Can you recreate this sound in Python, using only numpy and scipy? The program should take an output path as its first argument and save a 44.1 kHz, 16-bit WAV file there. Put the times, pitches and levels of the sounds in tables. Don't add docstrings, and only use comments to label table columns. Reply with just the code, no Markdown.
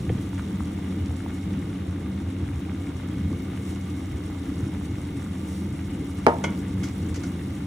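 import sys
import numpy as np
from scipy import signal
from scipy.fft import rfft, irfft, next_fast_len
from scipy.io import wavfile
from scipy.ndimage import uniform_filter1d, map_coordinates

SR = 44100
rng = np.random.default_rng(int(sys.argv[2]) if len(sys.argv) > 2 else 0)


def wav_record(signal):
    frames = np.transpose(np.atleast_2d(signal))
    bounded = np.clip(frames, -1, 1)
    quanta = np.round(bounded * 32767).astype(np.int16)
    wavfile.write(sys.argv[1], SR, quanta)


N = 337806

# time_s, crackle_db, fizz_db
SURFACE_LEVELS = [(0.0, -48, -57.5), (1.3, -48.5, -58.5), (2.1, -49, -61), (3.0, -49, -59),
                  (3.67, -48.5, -57.5), (3.95, -48.5, -58.5), (6.01, -49.5, -58), (6.47, -48, -57.5),
                  (7.19, -48.5, -56), (7.66, -49.5, -58)]
# freq_hz, level_db
FOAM_MID = [(2000, -25), (4000, -5), (4800, -9), (5400, 0), (7000, -2), (10000, -4.5), (11500, -10),
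            (12600, -32), (16000, -50)]
FOAM_SIDE = [(2000, -25), (4000, -3), (4900, -2), (5700, -15), (7500, -2.5), (10000, -1.5), (13300, -0.5),
             (15000, 8), (15800, 6)]


def rumble():
    # pitch_hz, width_hz, level_db
    churn_modes = [(125, 14, -0.5), (153.3, 23, 1.5), (268.7, 12.6, 4), (283, 22.2, 10), (308, 24, 1),
                   (345, 14, -8.5), (425, 34, -5), (493.6, 22, -5.5)]
    hum_modes = [(182.4, 25, -9), (191.3, 8.2, 1.5), (205.8, 9.3, -17.5)]
    # time_s, level_db
    churn_ride = [(0, -34), (.65, -35), (1.35, -34), (1.9, -35.5), (2.95, -36), (3.2, -35.5), (4.0, -35.5),
                  (4.4, -34), (5.8, -36.5), (6.0, -32), (6.2, -36.5), (6.6, -33.5), (7.66, -35)]
    hum_ride = [(0, -31), (.35, -37.5), (.5, -31.5), (.85, -32.5), (1.12, -38.5), (1.47, -33.5),
                (1.87, -35.5), (2.3, -36), (2.55, -40), (2.72, -36.5), (2.95, -37.5), (3.22, -31),
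                (3.5, -35), (3.88, -34.5), (4.0, -40), (4.75, -37.5), (4.88, -37), (5.45, -34), (6.15, -38),
                (6.55, -30.5), (6.72, -36), (7.0, -33.5), (7.66, -36.5)]
    churn_db, = curves(churn_ride)
    hum_db, = curves(hum_ride)
    swell = heaves()
    churn = amp(churn_db) * flicker(rate_hz=12, depth_db=1.5)
    churn *= seethe(churn_modes, low_hz=102, high_hz=388, steady_s=0.12)
    hum = amp(hum_db) * flicker(rate_hz=11, depth_db=1.93)
    hum *= seethe(hum_modes, low_hz=146, high_hz=206, steady_s=0.061)
    lean_left = amp([[.4], [-.4]])
    return band(swell + hum + (churn + gulps()) * lean_left, low_hz=35, high_hz=5000)


def heaves():
    # pitch_hz, width_hz, level_db
    deep_modes = [(61, 8, -27), (87.3, 9.5, -5), (120, 12, -21)]
    # crest_s, length_s, rise_db
    lifts = [(0.127, 0.16, 7.5), (0.383, 0.14, 3.5), (0.613, 0.078, 6.5), (1.067, 0.24, 7),
             (1.5, 0.13, 3.5), (1.896, 0.086, 5), (2.257, 0.11, 5), (2.454, 0.12, 7), (2.555, 0.084, 8),
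             (2.756, 0.1, 4.5), (3.244, 0.25, 7), (4.137, 0.14, 5.5), (4.632, 0.072, 8), (4.93, 0.092, 6),
             (5.7, 0.063, 5), (6.77, 0.16, 5), (7.084, 0.38, 4)]
    t, resting_db = np.arange(N) / SR, -34
    rise_db = sum(db * np.cos(np.pi * np.clip((t - s) / length, -.5, .5)) for s, length, db in lifts)
    gain = amp(resting_db + rise_db) * flicker(rate_hz=20, depth_db=0.5)
    return gain * seethe(deep_modes, low_hz=51.7, high_hz=166, steady_s=0.093)


def gulps():
    # start_s, level_db, pitch_hz, t60_s
    pockets = [(0.0975, -15.5, 714, 0.013), (0.098, -22.5, 505, 0.042), (0.099, -7.5, 390, 0.013),
               (0.12, -13, 132, 0.062), (3.059, -15.5, 262, 0.03), (3.317, -17.5, 267, 0.066),
               (3.593, -32, 440, 0.11), (4.277, -32, 430, 0.055), (7.175, -27.5, 437, .05)]
    out, t = np.zeros(N), np.arange(SR // 5) / SR
    for s, db, hz, t60 in pockets:
        add(out, s, amp(db - 60 * t / t60) * np.sin(2 * np.pi * hz * t) * attack(t, 0.0017))
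    return out


def pops():
    # start_s, level_db, pitch_hz
    largest = [(0.094, -24, 2300), (0.182, -32, 1900), (0.38, -31, 2300), (0.387, -32, 2000),
               (0.3945, -23, 1700), (0.605, -24, 1050), (1.0595, -33.5, 6100), (1.2035, -30.5, 1600),
               (1.262, -26, 950), (1.2965, -29, 1400), (1.3045, -29, 1700), (2.4885, -29.5, 1900),
               (2.6955, -28, 2160), (2.87, -29.5, 1920), (2.9992, -30.5, 1100), (3.33, -31, 1100),
               (3.5335, -31.5, 1450), (3.575, -30, 2120), (4.2995, -31, 1000), (4.355, -34, 900),
               (4.7315, -32.5, 900), (4.7485, -31, 1700), (4.9555, -30, 2090), (5.2215, -31.5, 1400),
               (5.263, -30.5, 1200), (5.792, -29.5, 2100)]
    lesser_per_s, lesser_db, lesser_hz = 22, -35, 1450
    ring_cycles, snap_s = .6, .002
    out, t = np.zeros((2, N)), np.arange(SR // 30) / SR
    lesser = [(when * N / SR, lesser_db + 4 * (size - .5), lesser_hz * 2 ** (1.6 * (pitch - .5)))
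              for when, size, pitch in rng.random((int(lesser_per_s * N / SR), 3))]
    for s, db, hz in largest + lesser:
        ring = np.sin(2 * np.pi * hz * t) * np.exp(-t * hz / ring_cycles)
        snap = unit(band(rng.standard_normal(len(t)), hz * .5, hz * 1.5)) * np.exp(-t / snap_s)
        muffle = signal.butter(3, [hz * .45, hz * 1.45], "bandpass", fs=SR, output="sos")
        pop = signal.sosfilt(muffle, ring + 0.2 * snap)
        place = ears(0.65, rng.uniform(-0.25, 0.25, size=1))
        add(out, s, amp(db) * pop / np.abs(pop).max() * place)
    return out + amp(-13.0) * kitchen(out)


def crackle():
    # freq_hz, level_db
    mid_tone = [(250, -16), (500, 6), (800, 2.5), (1300, 1), (1800, 1), (2300, -1.5), (2600, -3),
                (3800, -6.5), (4700, -17.5), (6000, -30), (12000, -70)]
    side_tone = [(60, -33), (150, -29), (230, 11), (275, 11.5), (330, 5), (750, 6.5), (1200, -6),
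                 (1700, -27), (2200, -28), (2600, -1), (3300, -7.5), (4400, -20), (6000, -14), (12000, -78)]
    # pitch_hz, width_hz, level_db
    wall_modes = [(703, 13, 3.5), (791.6, 14, 10), (900, 44, 2.5), (1188, 64, 5), (1430, 80, -1.5),
                  (2003, 55, 2.5), (2860, 52, -0.5), (3265, 25, 3), (3544, 67, -3.5), (3716, 27, 1)]
    level_db, _ = curves(SURFACE_LEVELS)
    mid, side = bursts(per_s=1000, pitch_hz=1990, cycles=0.72, spread_db=2.5, wash=1.92)
    bubbles = unit(ears(coloured(mid, mid_tone), coloured(side, side_tone)))
    bubbles *= flicker(rate_hz=37, depth_db=0.9)
    drive = ears(mid + rng.standard_normal(N), 0.85 * side)
    wall = unit(band(resonate(drive, wall_modes), low_hz=500, high_hz=5460))
    return amp(level_db + 0.58) * bubbles + amp(level_db - 7.0) * wall


def wall_song():
    # pitch_hz, width_hz, level_db
    modes = [(2098, 32, -7), (2171, 18, 3)]
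    # time_s, level_db
    ride = [(0, -66), (.6, -61), (.8, -58), (1.15, -61), (1.35, -56), (1.7, -60.5), (2.5, -61.5),
            (3.3, -57), (4.0, -58), (4.5, -61.5), (4.95, -56.5), (5.4, -59.5), (6.1, -58.5), (7.66, -60)]
    level_db, = curves(ride)
    song = seethe(modes, low_hz=1710, high_hz=2700, steady_s=0.054)
    return amp(level_db) * song * flicker(rate_hz=20, depth_db=0.5)


def fizz():
    _, level_db = curves(SURFACE_LEVELS)
    mid, side = bursts(per_s=1200, pitch_hz=6220, cycles=1.7, spread_db=2.5, wash=1.05)
    mid *= flicker(rate_hz=41, depth_db=1.63)
    return amp(level_db + 11.0) * unit(ears(coloured(mid, FOAM_MID), coloured(side, FOAM_SIDE)))


def seasoning():
    # centre_s, length_s, level_db
    shakes = [(3.7, 0.11, -45), (5.546, 0.25, -45.5)]
    out = np.zeros((2, N))
    for s, length, db in shakes:
        swell = np.sqrt(np.hanning(int(length * SR)))
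        mid, side = rng.standard_normal((2, len(swell)))
        hiss = unit(ears(coloured(mid, FOAM_MID), 0.79 * coloured(side, FOAM_SIDE)))
        add(out, s - length / 2, amp(db) * hiss * swell)
    return out


def knock():
    # start_s, level_db
    contacts = [(6.2655, 2), (6.2732, -6.5), (6.2826, -6.5)]
    # pitch_hz, level_db, t60_s
    body_modes = [(256, -10.5, 0.16), (325, 1, 0.058), (380, 1, 0.027), (471.5, 1, 0.063), (591, -4.5, 0.1),
                  (658, -8, 0.06), (709, -8, 0.09), (795, -12, 0.18), (861, -12.5, 0.17), (923, -11.5, 0.2),
                  (1115, -9, 0.036), (1240, -27, 0.1), (1430, -33, 0.07)]
    # freq_hz, level_db
    thud_tone = [(60, -27), (150, -2), (275, -3.5), (450, -5), (620, 2), (790, 0), (950, 4.5), (1120, 5),
                 (1450, -5.5), (2100, -11.5), (3300, -26), (5850, -31), (10500, -55), (14000, -94)]
    crack_tone = [(500, -10), (1200, 7), (2200, 10.5), (2600, 5), (3200, -8), (4300, -4), (6200, -5.5),
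                  (10000, -10), (12000, -25), (14000, -48)]
    out, t = np.zeros((2, N)), np.arange(SR // 3) / SR
    travel_s, at_hz = 0.0011, 1020
    blow = impact_pulse(thud_tone, size=len(t))
    thud = filtered(blow, lambda f: np.exp(-2j * np.pi * 2 * travel_s * np.sqrt(f * at_hz)))
    for s, db in contacts:
        ring = sum((-1) ** k * amp(level + rng.normal(0, 0.38) - 60 * t / t60)
                   * np.sin(2 * np.pi * hz * t) for k, (hz, level, t60) in enumerate(body_modes))
        rattle = unit(coloured(wide_noise(len(t)), thud_tone)) * amp(-60 * t / 0.12)
        tail = (amp(-9) * ring + amp(-16) * rattle) * attack(t, .0007)
        add(out, s, amp(db) * (amp(-2) * thud + tail))
    crack = unit(coloured(rng.standard_normal((2, len(t))), crack_tone)) * amp(-60 * t / 0.017)
    add(out, contacts[0][0] + travel_s / 2, amp(-15.5) * crack)
    delay_s = np.array([[.00022], [0]])
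    out = filtered(out, lambda f: np.exp(-2j * np.pi * f * delay_s))
    out[0] = coloured(out[0], [(700, 1), (1150, -0.5), (2400, -1.5)])
    return out + amp(-16.5) * kitchen(out)


def clicks():
    # start_s, tick_db, clack_db, ring_db, contact_t60_s, spot_hz
    taps = [(6.439, -32, -19.5, -24.5, 0.076, 2300), (6.832, -39, -44, -36.5, 0.19, 2700),
            (6.886, -42, -60, -61, .03, 3600), (7.143, -40.5, -54, -48, 0.091, 3600),
            (7.158, -40, -42, -47, 0.097, 3600), (7.234, -41, -45, -39.5, 0.092, 1500)]
    # freq_hz, level_db
    tick_tone = [(1000, -5), (2200, 9.5), (3300, 4), (4300, 8.5), (6200, 12.5), (9000, 0), (12000, -9),
                 (14000, -29), (16000, -32)]
    clack_tone = [(200, -23), (330, 14), (450, 11), (620, 10.5), (900, 9.5), (1100, 5), (1400, 8),
                  (1750, -8), (2200, 3), (2700, -25), (5000, -60)]
    # pitch_hz, level_db, t60_s
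    rim_modes = [(687, 4, 0.14), (1020, -10, 0.07), (1174, -17, 0.13), (1439, 5, 0.091), (1540, -6, 0.08),
                 (1770, -14, 0.16), (2140, 2, 0.085), (2266, -5, 0.11), (2920, -18, 0.23),
                 (3070, -2, 0.062), (3300, -8, .07), (3314, -6, 0.14), (4780, -26, 0.07)]
    spot_octaves = 0.79
    out, t = np.zeros((2, N)), np.arange(SR // 4) / SR
    for s, tick_db, clack_db, ring_db, contact_t60, spot_hz in taps:
        rattle = wide_noise(len(t))
        tick = amp(tick_db) * unit(coloured(rattle, tick_tone)) * attack(t, 0.0003)
        clack = amp(clack_db) * unit(coloured(rattle, clack_tone)) * attack(t, 0.00093)
        contact = (tick + clack) * amp(-60 * t / contact_t60)
        ring = 0
        for hz, db, t60 in rim_modes:
            share = 1 / (1 + (np.log2(hz / spot_hz) / spot_octaves) ** 2)
            phase = rng.random() + 0.42 * rng.random((2, 1))
            ring += share * amp(db - 60 * t / t60) * np.sin(2 * np.pi * (hz * t + phase))
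        add(out, s, contact + amp(ring_db) * ring * attack(t, 0.0028))
    return out + amp(-10.0) * kitchen(out)


def kitchen(x):
    # freq_hz, t60_s
    decay = [(150, 0.34), (900, 0.47), (2500, 0.22), (10000, 0.13)]
    hz, t, noise = signal.stft(rng.standard_normal((2, SR // 2)), SR, nperseg=256)
    _, tail = signal.istft(noise * amp(-60 * t / along(decay, hz)[:, None]), SR, nperseg=256)
    tail = np.pad(tail / np.linalg.norm(tail[0]), ((0, 0), (SR // 200, 0)))
    return signal.fftconvolve(x, ears(tail[0], 0.31 * tail[1]), axes=1)[:, :N]


def seethe(modes, low_hz, high_hz, steady_s):
    x = band(resonate(rng.standard_normal(N), modes), low_hz, high_hz)
    power = np.abs(uniform_filter1d(x * x, max(int(steady_s * SR), 1)))
    return unit(x / np.sqrt(power + power.mean() / 20))


def bursts(per_s, pitch_hz, cycles, spread_db, wash):
    when, pitch, bulk, place = np.hsplit(rng.random((int(per_s * N / SR), 4)), 4)
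    hz = pitch_hz * 2 ** (3 * (pitch - .5))
    gain = amp(spread_db * np.minimum(-np.log(1 - bulk), 5))
    k = np.arange(160)
    turns = hz * k / SR
    grains = gain * np.sin(2 * np.pi * turns) * np.exp(-turns / cycles)
    at = ((when * N).astype(int) + k).ravel()
    pair = np.array([np.bincount(at, (grains * g).ravel(), N)[:N] for g in (1, 2 * place - 1)])
    f, power = signal.welch(pair[0], SR, nperseg=256, detrend=False)
    white = filtered(pair, lambda h: np.interp(h, f, power + power.max() / 10 ** 4) ** -.5)
    return [unit(x) + wash * rng.standard_normal(N) for x in white]


def impact_pulse(spectrum, size):
    cepstrum = irfft(np.log(amp(along(spectrum, np.fft.rfftfreq(size, 1 / SR)))), size)
    pulse = irfft(np.exp(rfft(cepstrum * 2 * (np.arange(size) < size // 2))), size)
    return pulse / np.abs(pulse).max()


def flicker(rate_hz, depth_db):
    knots = rng.standard_normal(int(N * rate_hz / SR) + 4)
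    return amp(depth_db * map_coordinates(knots, [np.arange(N) * rate_hz / SR]))


def attack(t, rise_s):
    return 1 - np.exp(-t / rise_s)


def wide_noise(size):
    return ears(*rng.standard_normal((2, size)) * [[1], [.6]])


def amp(db):
    return 10 ** (np.asarray(db) / 20)


def unit(x):
    return x / np.sqrt(np.mean(x ** 2) + 1e-20)


def along(points, hz):
    f, v = np.transpose(points)
    return np.interp(np.log(hz + 1), np.log(f + 1), v)


def curves(rows):
    s, *cols = np.transpose(rows)
    return [np.interp(np.arange(N) / SR, s, c) for c in cols]


def filtered(x, response):
    n = x.shape[-1]
    m = next_fast_len(n + 8192)
    return irfft(rfft(x, m) * response(np.fft.rfftfreq(m, 1 / SR)), m)[..., :n]


def coloured(x, spectrum):
    return filtered(x, lambda f: amp(along(spectrum, f)))


def resonate(x, modes):
    return filtered(x, lambda f: sum(amp(db) * 1j * f * width / (hz * hz - f * f + 1j * f * width)
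                                     for hz, width, db in modes))


def band(x, low_hz, high_hz):
    return filtered(x, lambda f: 1 / np.sqrt((1 + (low_hz / (f + 1)) ** 8) * (1 + (f / high_hz) ** 8)))


def ears(mid, side):
    return np.array([mid + side, mid - side])


def add(track, s, sound):
    start = max(round(s * SR), 0)
    part = track[..., start:start + sound.shape[-1]]
    part += sound[..., :part.shape[-1]]


def scene():
    boil = rumble() + crackle() + wall_song() + fizz() + pops()
    return boil + seasoning() + knock() + clicks()


def record(dry):
    ceiling, top_hz = .95, 15850
    rounded = dry / (1 + np.abs(dry / ceiling) ** 6) ** (1 / 6)
    return filtered(rounded, lambda hz: hz < top_hz)


dry = scene()
out = record(dry)
wav_record(out)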